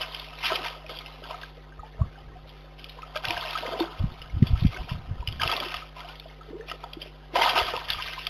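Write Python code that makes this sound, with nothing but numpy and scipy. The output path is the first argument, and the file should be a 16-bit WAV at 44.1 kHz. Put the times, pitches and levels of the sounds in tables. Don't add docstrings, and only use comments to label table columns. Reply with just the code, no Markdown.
import sys
import numpy as np
from scipy import signal
from scipy.io import wavfile
from scipy.ndimage import uniform_filter1d, map_coordinates

SR = 44100
rng = np.random.default_rng(int(sys.argv[2]) if len(sys.argv) > 2 else 0)


def invert_db(level):
    return 10 ** (np.asarray(level, dtype=float) / 20)


def wrap_up_sound(samples):
    columns = np.atleast_2d(samples).T
    tamed = np.clip(columns, -1, 1)
    steps = np.round(tamed * 32767).astype(np.int16)
    wavfile.write(sys.argv[1], SR, steps)


N = 365588

# pitch_hz, density_db (per Hz)
SPRAY_COLOR = [(900, -13.5), (1400, -9), (1800, -9), (2300, -6), (2900, -0.5), (3400, -0.5), (3800, -4),
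               (4300, -6), (5500, -47.5)]
# start_s, spray_db, gurgle_db, fade_s (to fall 20 dB)
PAW_STROKES = [(0.01, -35, -37, 0.0963), (0.14, -41.5, -52, 0.2946), (0.44, -27, -40.5, 0.22),
               (0.509, -42, -34.5, 0.3255), (0.641, -32.5, -43.5, 0.1213), (0.895, -43.5, -44.5, 0.39),
               (1.3, -46, -42, 0.21), (1.42, -46.5, -51, 0.14), (2.0, -68.5, -46.5, 0.04),
               (2.79, -51, -62.5, 0.55), (2.97, -65, -49.5, 3.1), (3.16, -38.5, -38.5, 0.06),
               (3.24, -35.5, -34.5, 0.6662), (3.47, -37.0, -41, 0.4), (3.66, -50, -35.5, 0.4463),
               (3.79, -39.5, -35.5, 0.132), (3.9, -51, -53.5, 0.97), (4.57, -42, -50, 0.3067),
               (4.72, -45, -44, 0.2657), (4.886, -43, -41.5, 0.1237), (5.0, -59, -52.5, 0.73),
               (5.415, -33.0, -30.5, 0.2014), (5.5, -31, -30.5, 0.1534), (5.719, -37, -52, 0.16),
               (5.971, -44.5, -42.5, 0.18), (6.687, -43, -44, 0.0844), (7.357, -28, -24.5, 0.2772),
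               (7.561, -23.5, -27.5, 0.14), (7.89, -35, -44.0, 0.5163)]
# start_s, spray_db, gurgle_db, fade_s (to fall 20 dB)
MORE_STROKES = [(0.06, -43, -43, 0.36), (0.32, -49.5, -49, 0.75), (0.39, -39, -48, 0.1069),
                (1.05, -52.5, -52, 0.36), (1.24, -49, -42, 0.1676), (2.47, -54, -63.5, 0.25),
                (4.2, -48.5, -52.5, 0.01), (4.44, -46.5, -46.0, 0.42), (5.27, -48.5, -53, 0.35),
                (5.6, -35.5, -35, 0.2609), (6.08, -46, -48.0, 0.1566), (6.2, -57.5, -60.5, 0.5),
                (6.8, -53, -50.0, 0.2329), (7.01, -47, -68.5, 0.1364), (7.42, -24.5, -22.0, 0.1961),
                (7.67, -33.5, -33.5, 0.1542), (7.74, -38.5, -37.5, 0.3125), (8.05, -42.5, -54, 0.98)]
DENSE_FROM_DB, DENSE_SHARE = -32, 0.437


def evened(x):
    return x / np.sqrt(np.mean(x ** 2) + 1e-20)


def read(points, hz):
    f, value = np.transpose(points)
    return np.interp(np.log(hz + 1), np.log(f + 1), value, left=-100, right=-100)


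def add(mix, s, sound):
    part = mix[max(round(s * SR), 0):][:len(sound)]
    part += sound[:len(part)]


def swells(s, peak_db, rise_s, fade_s, calm_db):
    hold = 1.68
    t = np.arange(0, N / SR + .01, .001)[:, None] - s
    fallen = np.maximum(-t / rise_s, np.maximum(t / fade_s, 0) ** hold)
    power = invert_db(2 * (peak_db - 20 * fallen)).sum(axis=1) + invert_db(2 * calm_db)
    return np.interp(np.arange(N) / SR, np.arange(len(t)) / 1000, 10 * np.log10(power))


def noise(spectrum, size, patchy_db, flicker_db):
    frames, hz = 4 * N // size + 5, np.fft.rfftfreq(size, 1 / SR)
    a, b, patches = rng.standard_normal((frames, len(hz), 3)).T
    patches = uniform_filter1d(patches, size=3, axis=0)
    patches = evened(uniform_filter1d(patches, size=6000 // size, axis=1))
    flicker = evened(uniform_filter1d(rng.standard_normal(frames), size=3))
    level_db = read(spectrum, hz)[:, None] + patchy_db * patches + flicker_db * flicker
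    z = (a + 1j * b) * invert_db(level_db)
    return evened(signal.istft(z, nperseg=size, noverlap=3 * size // 4)[1][:N])


def ring(hz, t60, rise, soft):
    t = np.arange(int(.25 * SR)) / SR
    turns = hz * (t + rise * t ** 2 / t60)
    onset = 1 - np.exp(-t * hz / soft)
    return np.sin(2 * np.pi * turns) * invert_db(-60 * t / t60) * onset


def grains(spectrum, per_s, cycles, spread_db, count):
    out = np.zeros(N)
    for hz in np.geomspace(spectrum[1][0], spectrum[-2][0], count):
        when, chance, sign = rng.random((2000, 3)).T
        at = np.cumsum(-np.log(when) * SR * count / per_s).astype(int)
        size = invert_db(spread_db * np.minimum(-np.log(chance), 4)) * np.sign(sign - .5)
        train = np.bincount(at[at < N], size[at < N], N)
        shape = evened(ring(hz, cycles / hz, rise=0.102, soft=1.0))[:3000]
        out += signal.oaconvolve(train, shape * np.sqrt(hz) * invert_db(read(spectrum, hz)))[:N]
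    return out / np.sqrt(uniform_filter1d(out ** 2, size=6000) + 0.015 * np.mean(out ** 2))


def spray():
    s, spray_db, _, fade_s = np.transpose(PAW_STROKES + MORE_STROKES)
    level_db = swells(s, spray_db, rise_s=0.0241, fade_s=fade_s, calm_db=-61)
    hiss = noise(SPRAY_COLOR, size=256, patchy_db=3.8, flicker_db=2.4)
    crackle = grains(SPRAY_COLOR, per_s=800, cycles=13.0, spread_db=2.8, count=14)
    fused_db = DENSE_SHARE * np.maximum(level_db - DENSE_FROM_DB, 0)
    crackle_db = np.minimum(.5 * (level_db + 56.5), 0) - 3.5 - fused_db
    full = invert_db(0.33) * hiss + invert_db(crackle_db) * crackle
    body_hz, body_full_db = 2234, -32.5
    body = signal.oaconvolve(full, signal.firwin(101, body_hz, fs=SR), "same")
    body_db = np.clip(0.281 * (level_db - body_full_db), -7, 2.5)
    return invert_db(level_db) * (full + (invert_db(body_db) - 1) * body)


def gurgle():
    # pitch_hz, density_db (per Hz)
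    bubble_color = [(350, -41), (560, -1.5), (750, -2), (1000, -1.5), (1300, -2), (1600, -16), (2200, -5.5)]
    # pitch_hz, density_db (per Hz)
    slosh_color = [(180, -30), (270, 0), (350, -3), (450, -6.5), (560, 2.5), (750, -25)]
    # start_s, slosh_db
    surges = [(0.0, -46), (0.52, -38), (0.58, -41), (0.7, -47), (0.9, -45), (1.22, -48), (3.61, -40),
              (3.66, -37.5), (3.71, -35.5), (3.85, -42), (4.76, -46), (5.47, -38.5), (5.55, -41),
              (5.6, -40), (6.52, -47.5), (6.72, -47.5), (7.03, -45.5), (7.37, -36.5), (7.57, -30),
              (7.73, -45)]
    s, _, gurgle_db, fade_s = np.transpose(PAW_STROKES + MORE_STROKES)
    lingering_s = 1.048 * fade_s
    level_db = swells(s, gurgle_db, rise_s=0.0262, fade_s=lingering_s, calm_db=-56)
    surge = invert_db(swells(*np.transpose(surges), rise_s=0.0482, fade_s=0.106, calm_db=-58))
    churn = noise(bubble_color, size=512, patchy_db=3.0, flicker_db=-0.5)
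    swarm = grains(bubble_color, per_s=700, cycles=13.3, spread_db=3.5, count=16)
    deep = grains(slosh_color, per_s=120, cycles=15.4, spread_db=1.5, count=8)
    fused_db = DENSE_SHARE / 2 * np.maximum(level_db - DENSE_FROM_DB, 0)
    small = invert_db(level_db) * (invert_db(fused_db - 9.5) * churn + invert_db(-5.5 - fused_db) * swarm)
    slosh = np.hypot(surge, invert_db(level_db - 24))
    return small + invert_db(-2.5) * slosh * deep


def drops():
    # start_s, peak_db,
    # pitch_hz
    smacks = [(0.0313, -15, 2535), (0.1467, -15, 3046), (0.1973, -16, 3571), (0.4562, -7, 3165),
              (0.5578, -10, 2979), (0.6823, -19, 2861), (0.8957, -23, 2920), (0.9007, -24, 3165),
              (0.988, -17, 3295), (1.0603, -21, 2748), (1.2395, -25, 2979), (1.3086, -26, 3040),
              (1.4145, -25, 3430), (1.4308, -24, 3644), (2.493, -30, 3229), (2.7941, -24, 2979),
              (2.8422, -21, 3295), (2.8939, -24, 2920), (3.02, -26, 2485), (3.1565, -19, 3295),
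              (3.1615, -20, 2979), (3.1723, -12, 3229), (3.2512, -17, 2535), (3.2515, -9, 3295),
              (3.2544, -17, 1912), (3.2837, -10, 3295), (3.3066, -7, 2435), (3.3762, -15, 2920),
              (3.4102, -16, 3295), (3.5054, -12, 2920), (3.5755, -16, 3295), (3.5844, -15, 2693),
              (3.6635, -19, 2031), (3.8186, -19, 3500), (3.9918, -26, 3295), (4.217, -20, 2861),
              (4.2231, -28, 2861), (4.4263, -27, 2861), (4.4263, -25, 1951), (4.4265, -26, 3571),
              (4.4689, -24, 3295), (4.4696, -26, 2387), (4.6063, -24, 3718), (4.6685, -21, 3229),
              (4.7712, -20, 2158), (4.8982, -27, 1912), (4.9057, -25, 2920), (5.2066, -31, 2387),
              (5.2744, -10, 2920), (5.2859, -17, 2748), (5.3245, -22, 3229), (5.4163, -11, 2247),
              (5.4172, -9, 2979), (5.4338, -6, 2979), (5.476, -5, 2640), (5.515, -7, 3229),
              (5.524, -11, 3229), (5.5655, -8, 3430), (5.6016, -8, 3229), (5.7413, -17, 2861),
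              (5.7417, -20, 1991), (6.0043, -29, 2073), (6.0045, -23, 3229), (6.1977, -21, 3571),
             (6.7147, -17, 2920), (6.8401, -25, 3295), (6.9329, -17, 3229), (7.027, -25, 3102),
             (7.0361, -24, 3295), (7.4365, -11, 2031), (7.5766, -2, 2485), (7.5898, -7, 2640),
             (7.7644, -14, 2748), (7.902, -6, 3500), (7.9023, -8, 2861), (7.9338, -12, 3295),
             (8.0832, -17, 2387), (8.1354, -19, 1951), (8.2685, -5, 3229)]
    # start_s, peak_db, pitch_hz
    plinks = [(0.015, -17, 2979), (0.4295, -27, 2073), (0.463, -13, 2920), (0.5179, -17, 3040),
              (0.6592, -21, 3362), (0.8637, -29, 2485), (0.8914, -32, 2158), (0.9197, -30, 3304),
              (2.8941, -26, 3718), (3.2442, -25, 2435), (3.481, -23, 2640), (3.8005, -14, 3571),
              (4.2989, -35, 2158), (4.7438, -26, 2158), (4.8923, -28, 2804), (4.8998, -31, 2804),
              (5.5354, -14, 2693), (6.0873, -31, 2861), (6.1556, -32, 3270), (6.2986, -39, 2115),
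              (6.6855, -27, 2387), (6.6977, -22, 2748), (6.717, -27, 1951), (7.0172, -20, 3102),
              (7.3696, -17, 2979), (7.4166, -11, 2031), (7.4311, -16, 2031), (7.585, -12, 2920),
              (7.5991, -18, 2031), (7.6844, -19, 2435), (8.0229, -18, 2804)]
    smack_rise_s, smack_t60, smack_wide = .001, .02, 1.45
    events = [(*row, .013) for row in smacks] + [(*row, .03) for row in plinks]
    out = np.zeros(N)
    puff = noise(SPRAY_COLOR, size=256, patchy_db=1.0, flicker_db=0.71)
    t = np.arange(int(.25 * SR)) / SR
    for s, db, hz, t60 in events:
        band = signal.butter(2, [hz / smack_wide, hz * smack_wide], "band", fs=SR)
        burst = evened(signal.lfilter(*band, np.resize(puff[round(s * SR):], len(t))))
        burst = burst * invert_db(-11.5 - 60 * t / smack_t60) * np.minimum(t / smack_rise_s, 1)
        add(out, s, invert_db(db) * (burst + invert_db(-1.7) * ring(hz, t60, rise=.05, soft=2.5)))
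    return out


def bubbles():
    # start_s, peak_db, pitch_hz, t60_s
    pockets = [(0.007, -31.5, 1258, 0.035), (0.331, -30, 1246, 0.023), (0.434, -25, 928, 0.032),
               (0.44, -28.5, 732, 0.064), (0.501, -14, 1000, 0.0203), (0.502, -26, 639.6, 0.087),
               (0.507, -26, 1630, 0.021), (0.517, -23, 1001, 0.07), (0.518, -21, 1282, 0.07),
               (0.519, -12.5, 634, 0.0274), (0.556, -25, 1253, 0.031), (0.652, -37, 680, 0.087),
               (0.658, -17.5, 915, 0.022), (0.671, -31.5, 1869, 0.022), (0.844, -30, 607, 0.046),
               (0.894, -29, 1267, 0.0316), (1.236, -43, 1547, 0.105), (1.243, -37.5, 1322, 0.1),
               (1.307, -17.5, 978, 0.0228), (1.308, -20, 623, 0.0184), (1.34, -27.5, 698, 0.042),
               (1.343, -22.5, 1253, 0.0204), (1.423, -38.5, 1940, 0.048), (1.434, -23, 1615, 0.0247),
               (1.722, -35.5, 1546, 0.0202), (1.793, -29, 1216, 0.031), (1.832, -28.5, 831, 0.085),
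               (1.992, -33.5, 621.6, 0.105), (2.016, -27, 1097, 0.076), (2.043, -37, 1292, 0.022),
               (2.047, -40, 1120, 0.065), (2.156, -36.5, 1544, 0.0223), (2.178, -40.5, 783, 0.108),
               (2.317, -46, 1069, 0.098), (2.355, -39.5, 712.4, 0.093), (2.854, -43, 1265, 0.047),
               (2.986, -32.5, 1007, 0.0506), (3.029, -26.5, 1282, 0.0366), (3.157, -20.5, 588, 0.082),
               (3.161, -18, 1232, 0.0228), (3.164, -19.5, 1600, 0.0227), (3.244, -17.5, 1514, 0.0226),
               (3.302, -25.5, 929, 0.076), (3.303, -25, 669, 0.0456), (3.368, -18.5, 1624, 0.0244),
               (3.37, -15.5, 690, 0.0223),
               (3.373, -19, 1000, 0.0214), (3.437, -24, 1546, 0.021), (3.448, -32.5, 615, 0.096),
               (3.553, -12.5, 1253, 0.0231), (3.571, -25.5, 1550, 0.034), (3.632, -20.5, 923, 0.0227),
               (3.632, -15.5, 638, 0.0198), (3.722, -25, 649.4, 0.103), (3.737, -20.5, 634.5, 0.043),
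               (3.746, -21, 972, 0.0214), (3.793, -12, 488, 0.021), (3.795, -17.5, 731, 0.022),
               (3.805, -13.5, 900, 0.0204), (3.839, -16, 595, 0.0207), (4.235, -40.5, 1286, 0.068),
               (4.557, -29.5, 1290, 0.034), (4.727, -32, 1173, 0.062), (4.764, -23, 1508, 0.0214),
               (4.771, -35, 591.6, 0.104), (4.781, -37, 718.4, 0.102), (4.888, -32.5, 1354, 0.051),
               (4.889, -38.5, 928, 0.09), (4.891, -35.5, 1670, 0.035), (4.91, -27.5, 1022, 0.021),
               (5.225, -27.5, 945, 0.036), (5.397, -21.5, 1630, 0.065), (5.415, -30.5, 1522, 0.097),
               (5.416, -27.5, 882.5, 0.091), (5.432, -11, 1248, 0.0233), (5.459, -14, 656, 0.022),
               (5.494, -16, 1265, 0.0205), (5.524, -22, 1188, 0.032), (5.524, -19.5, 1555, 0.02),
               (5.526, -11, 885, 0.0231), (5.575, -26, 1123, 0.095), (5.607, -24.5, 567.4, 0.095),
               (5.74, -25.5, 1800, 0.022), (5.742, -19, 1205, 0.0233), (5.745, -25, 685, 0.02),
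               (5.821, -27, 1252, 0.0337), (5.964, -36, 978, 0.09), (5.99, -34, 968, 0.07),
               (6.01, -31.5, 1328, 0.049), (6.045, -33, 696, 0.059), (6.094, -37.5, 1409, 0.102),
               (6.257, -26.5, 633.5, 0.0298),
               (6.409, -37.5, 1287, 0.074), (6.609, -34, 1740, 0.0346), (6.698, -30, 1860, 0.0234),
              (6.713, -22.5, 647, 0.0199), (6.714, -18.5, 1274, 0.022), (6.839, -26, 1300, 0.0216),
              (6.838, -18.5, 913, 0.0201), (6.84, -26, 660, 0.0223), (6.858, -35.5, 788, 0.069),
              (7.354, -16, 540, 0.082), (7.355, -12, 971.2, 0.0437), (7.358, -17.5, 672.3, 0.063),
              (7.361, -25, 1500, 0.0173), (7.374, -16, 803, 0.087), (7.38, -19, 702.3, 0.098),
              (7.4, -19, 636, 0.095), (7.41, -10.5, 905, 0.0655), (7.428, -34.5, 1593, 0.09),
              (7.435, -15, 950, 0.092), (7.459, -4, 879, 0.0228), (7.467, -21, 711.6, 0.097),
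              (7.558, -19.5, 1194, 0.067), (7.56, -11, 922.5, 0.044), (7.574, -5, 671, 0.0209),
              (7.577, -16, 1281, 0.044), (7.589, -22.5, 905, 0.095), (7.603, -14, 1218, 0.0234),
              (7.68, -19.5, 1257, 0.033), (7.68, -25, 689, 0.056), (7.734, -24.5, 870, 0.07),
              (7.737, -21.5, 1240, 0.021), (7.737, -11, 505, 0.0226), (7.756, -19, 1144, 0.024),
              (7.774, -16, 946, 0.0234), (7.888, -29, 1666, 0.09), (7.9, -36, 1790, 0.044),
              (7.945, -21.5, 1204, 0.0254), (7.984, -24.5, 1204, 0.047), (7.998, -26.5, 1587, 0.0227),
              (7.998, -27.5, 993, 0.047), (8.058, -30, 1145, 0.066), (8.076, -25.5, 1543, 0.0227),
              (8.127, -31, 1554, 0.032), (8.178, -22, 1011, 0.0314), (8.267, -23.5, 1233, 0.021),
              (8.273, -34.5, 672, 0.043)]
    # start_s, peak_db, pitch_hz, glide (share of pitch per s), t60_s
    glugs = [(3.3, -33, 317.1, 2.5, 0.086), (3.806, -17, 323.4, 1.16, 0.0874), (5.66, -29.5, 350, 3, 0.033),
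             (6.505, -32.5, 293, 1.5, 0.066), (6.528, -32, 432, 0.5, 0.036),
             (6.484, -43.5, 420, 1.24, 0.0765), (6.538, -36.5, 300, 14, 0.134),
             (6.594, -38, 430, 2.5, 0.1225), (4.424, -26, 380, -6.5, 0.0312),
             (7.335, -29.5, 318, 3.5, 0.055), (6.969, -27, 314, 1.5, .042), (0.515, -27, 380, 1.5, .04)]
    out = np.zeros(N)
    for s, db, hz, t60 in pockets:
        add(out, s, invert_db(db - 1.09) * ring(hz, t60, rise=1.3 * t60, soft=1.913))
    for s, db, hz, glide, t60 in glugs:
        add(out, s, invert_db(db + 7.0) * ring(hz, t60, rise=glide * t60 / 2, soft=1.813))
    return out


def off_boulders(water):
    t = np.arange(int(.15 * SR)) / SR
    rocks = rng.standard_normal(len(t)) * invert_db(-60 * t / 0.211) * (t > .004)
    return signal.oaconvolve(water, rocks / np.linalg.norm(rocks))[:N]


def off_surface(x):
    delay_s, level_db, dull_hz = .00353, -8, 2570
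    late = np.pad(x, (round(delay_s * SR), 0))[:N]
    return x - invert_db(level_db) * signal.oaconvolve(late, signal.firwin(61, dull_hz, fs=SR), "same")


def wind():
    # start_s, level_db, fade_s (to fall 20 dB)
    gusts = [(2.021, -24.5, 0.0682), (2.22, -50, 0.46), (3.28, -41, 0.16), (4.019, -26.5, 0.1222),
             (4.17, -52.5, 0.5), (4.35, -31, 0.29), (4.43, -30, 0.1654), (4.52, -27, 0.16),
             (4.629, -23.5, 0.083), (4.8, -35.5, 0.14), (4.93, -34.5, 0.1431), (5.09, -33, 0.142),
             (5.2, -44.5, 0.33), (5.3, -37.5, 0.2758), (5.41, -30.5, 0.06), (7.62, -41.5, 0.07),
             (7.73, -48, 0.14), (7.86, -50.5, 0.38)]
    # center_s, peak_db, pitch_hz
    thumps = [(1.8, -35, 55), (3.29, -32.5, 90), (4.806, -29, 48), (5.769, -39.5, 50), (7.625, -31.5, 59.6),
              (2.0177, -11, 106.4), (4.014, -18.5, 71.24), (4.0426, -14.5, 135), (4.346, -19.5, 75),
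              (4.3712, -18, 94.78), (4.4265, -3, 153.3), (4.435, -10.5, 130), (4.5118, -17, 91),
              (4.5366, -19.5, 100.5), (4.626, -13, 105.8), (4.652, -6.5, 165), (4.6642, -11.5, 105.5),
              (4.92, -19, 115), (5.1139, -24, 90), (5.2053, -24, 60), (5.2861, -21.5, 84),
              (5.4612, -25, 91.3)]
    # pitch_hz, density_db (per Hz)
    wind_color = [(12, -43), (20, -8.5), (36, 3), (70, 9), (120, -0.5), (220, -13.5), (316, -19),
                  (377, -29.5), (500, -42), (650, -60), (1100, -120)]
    s, db, fade_s = np.transpose(gusts)
    level_db = swells(s, db, rise_s=0.0341, fade_s=fade_s, calm_db=-66.5)
    out = invert_db(level_db) * noise(wind_color, size=1024, patchy_db=2.5, flicker_db=2.5)
    for s, db, hz in thumps:
        turns = np.linspace(-1.5, 1.5, int(3 * SR / hz))
        push = np.cos(2 * np.pi * turns - .3) * np.exp(-(turns / .5) ** 2)
        add(out, s - 3 / 2 / hz, invert_db(db) * push)
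    return out


def hum():
    # multiple (of mains pitch), level_db
    harmonics = [(1, -49), (3, -54), (5, -63.5), (7, -67), (9, -68), (11, -67.5)]
    mains_hz, whine_hz, whine_db = 50.0, 791.5, -65
    t = np.arange(N) / SR
    tones = harmonics + [(whine_hz / mains_hz, whine_db)]
    return sum(np.sqrt(2) * invert_db(db) * np.sin(2 * np.pi * k * mains_hz * t) for k, db in tones)


def quiet_air():
    # pitch_hz, density_db (per Hz)
    air_color = [(120, -32), (200, -16), (300, -18.5), (500, 2), (800, -28), (1200, -9.5), (1800, -4.5),
                 (2500, -10.5), (3200, -12), (3800, -6.5), (4300, -26.5), (5500, -49.5)]
    return invert_db(-57.5) * noise(air_color, size=1024, patchy_db=5.0, flicker_db=-2.0)


def scene():
    water = spray() + gurgle() + drops() + bubbles()
    echoed = water + invert_db(-13.5) * off_boulders(water)
    return (invert_db(0.8624) * off_surface(echoed) + quiet_air() + wind() + hum())[None]


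def top_cut(x):
    return signal.sosfilt(signal.butter(12, 16500, fs=SR, output="sos"), x)


def record(dry):
    camera_rate = 8000
    smooth = signal.oaconvolve(dry[0], signal.firwin(101, 4100., fs=SR), "same")
    t = np.arange(N) / SR
    ticks = np.arange(N * camera_rate // SR + 2) / camera_rate
    joined = np.interp(t, ticks, map_coordinates(smooth, [ticks * SR], order=3))
    edge = signal.firwin(401, 15850, window=("kaiser", 9), fs=SR)
    mix = signal.oaconvolve(joined, edge, "same")[None]
    return top_cut(mix)


dry = scene()
out = record(dry)
wrap_up_sound(out)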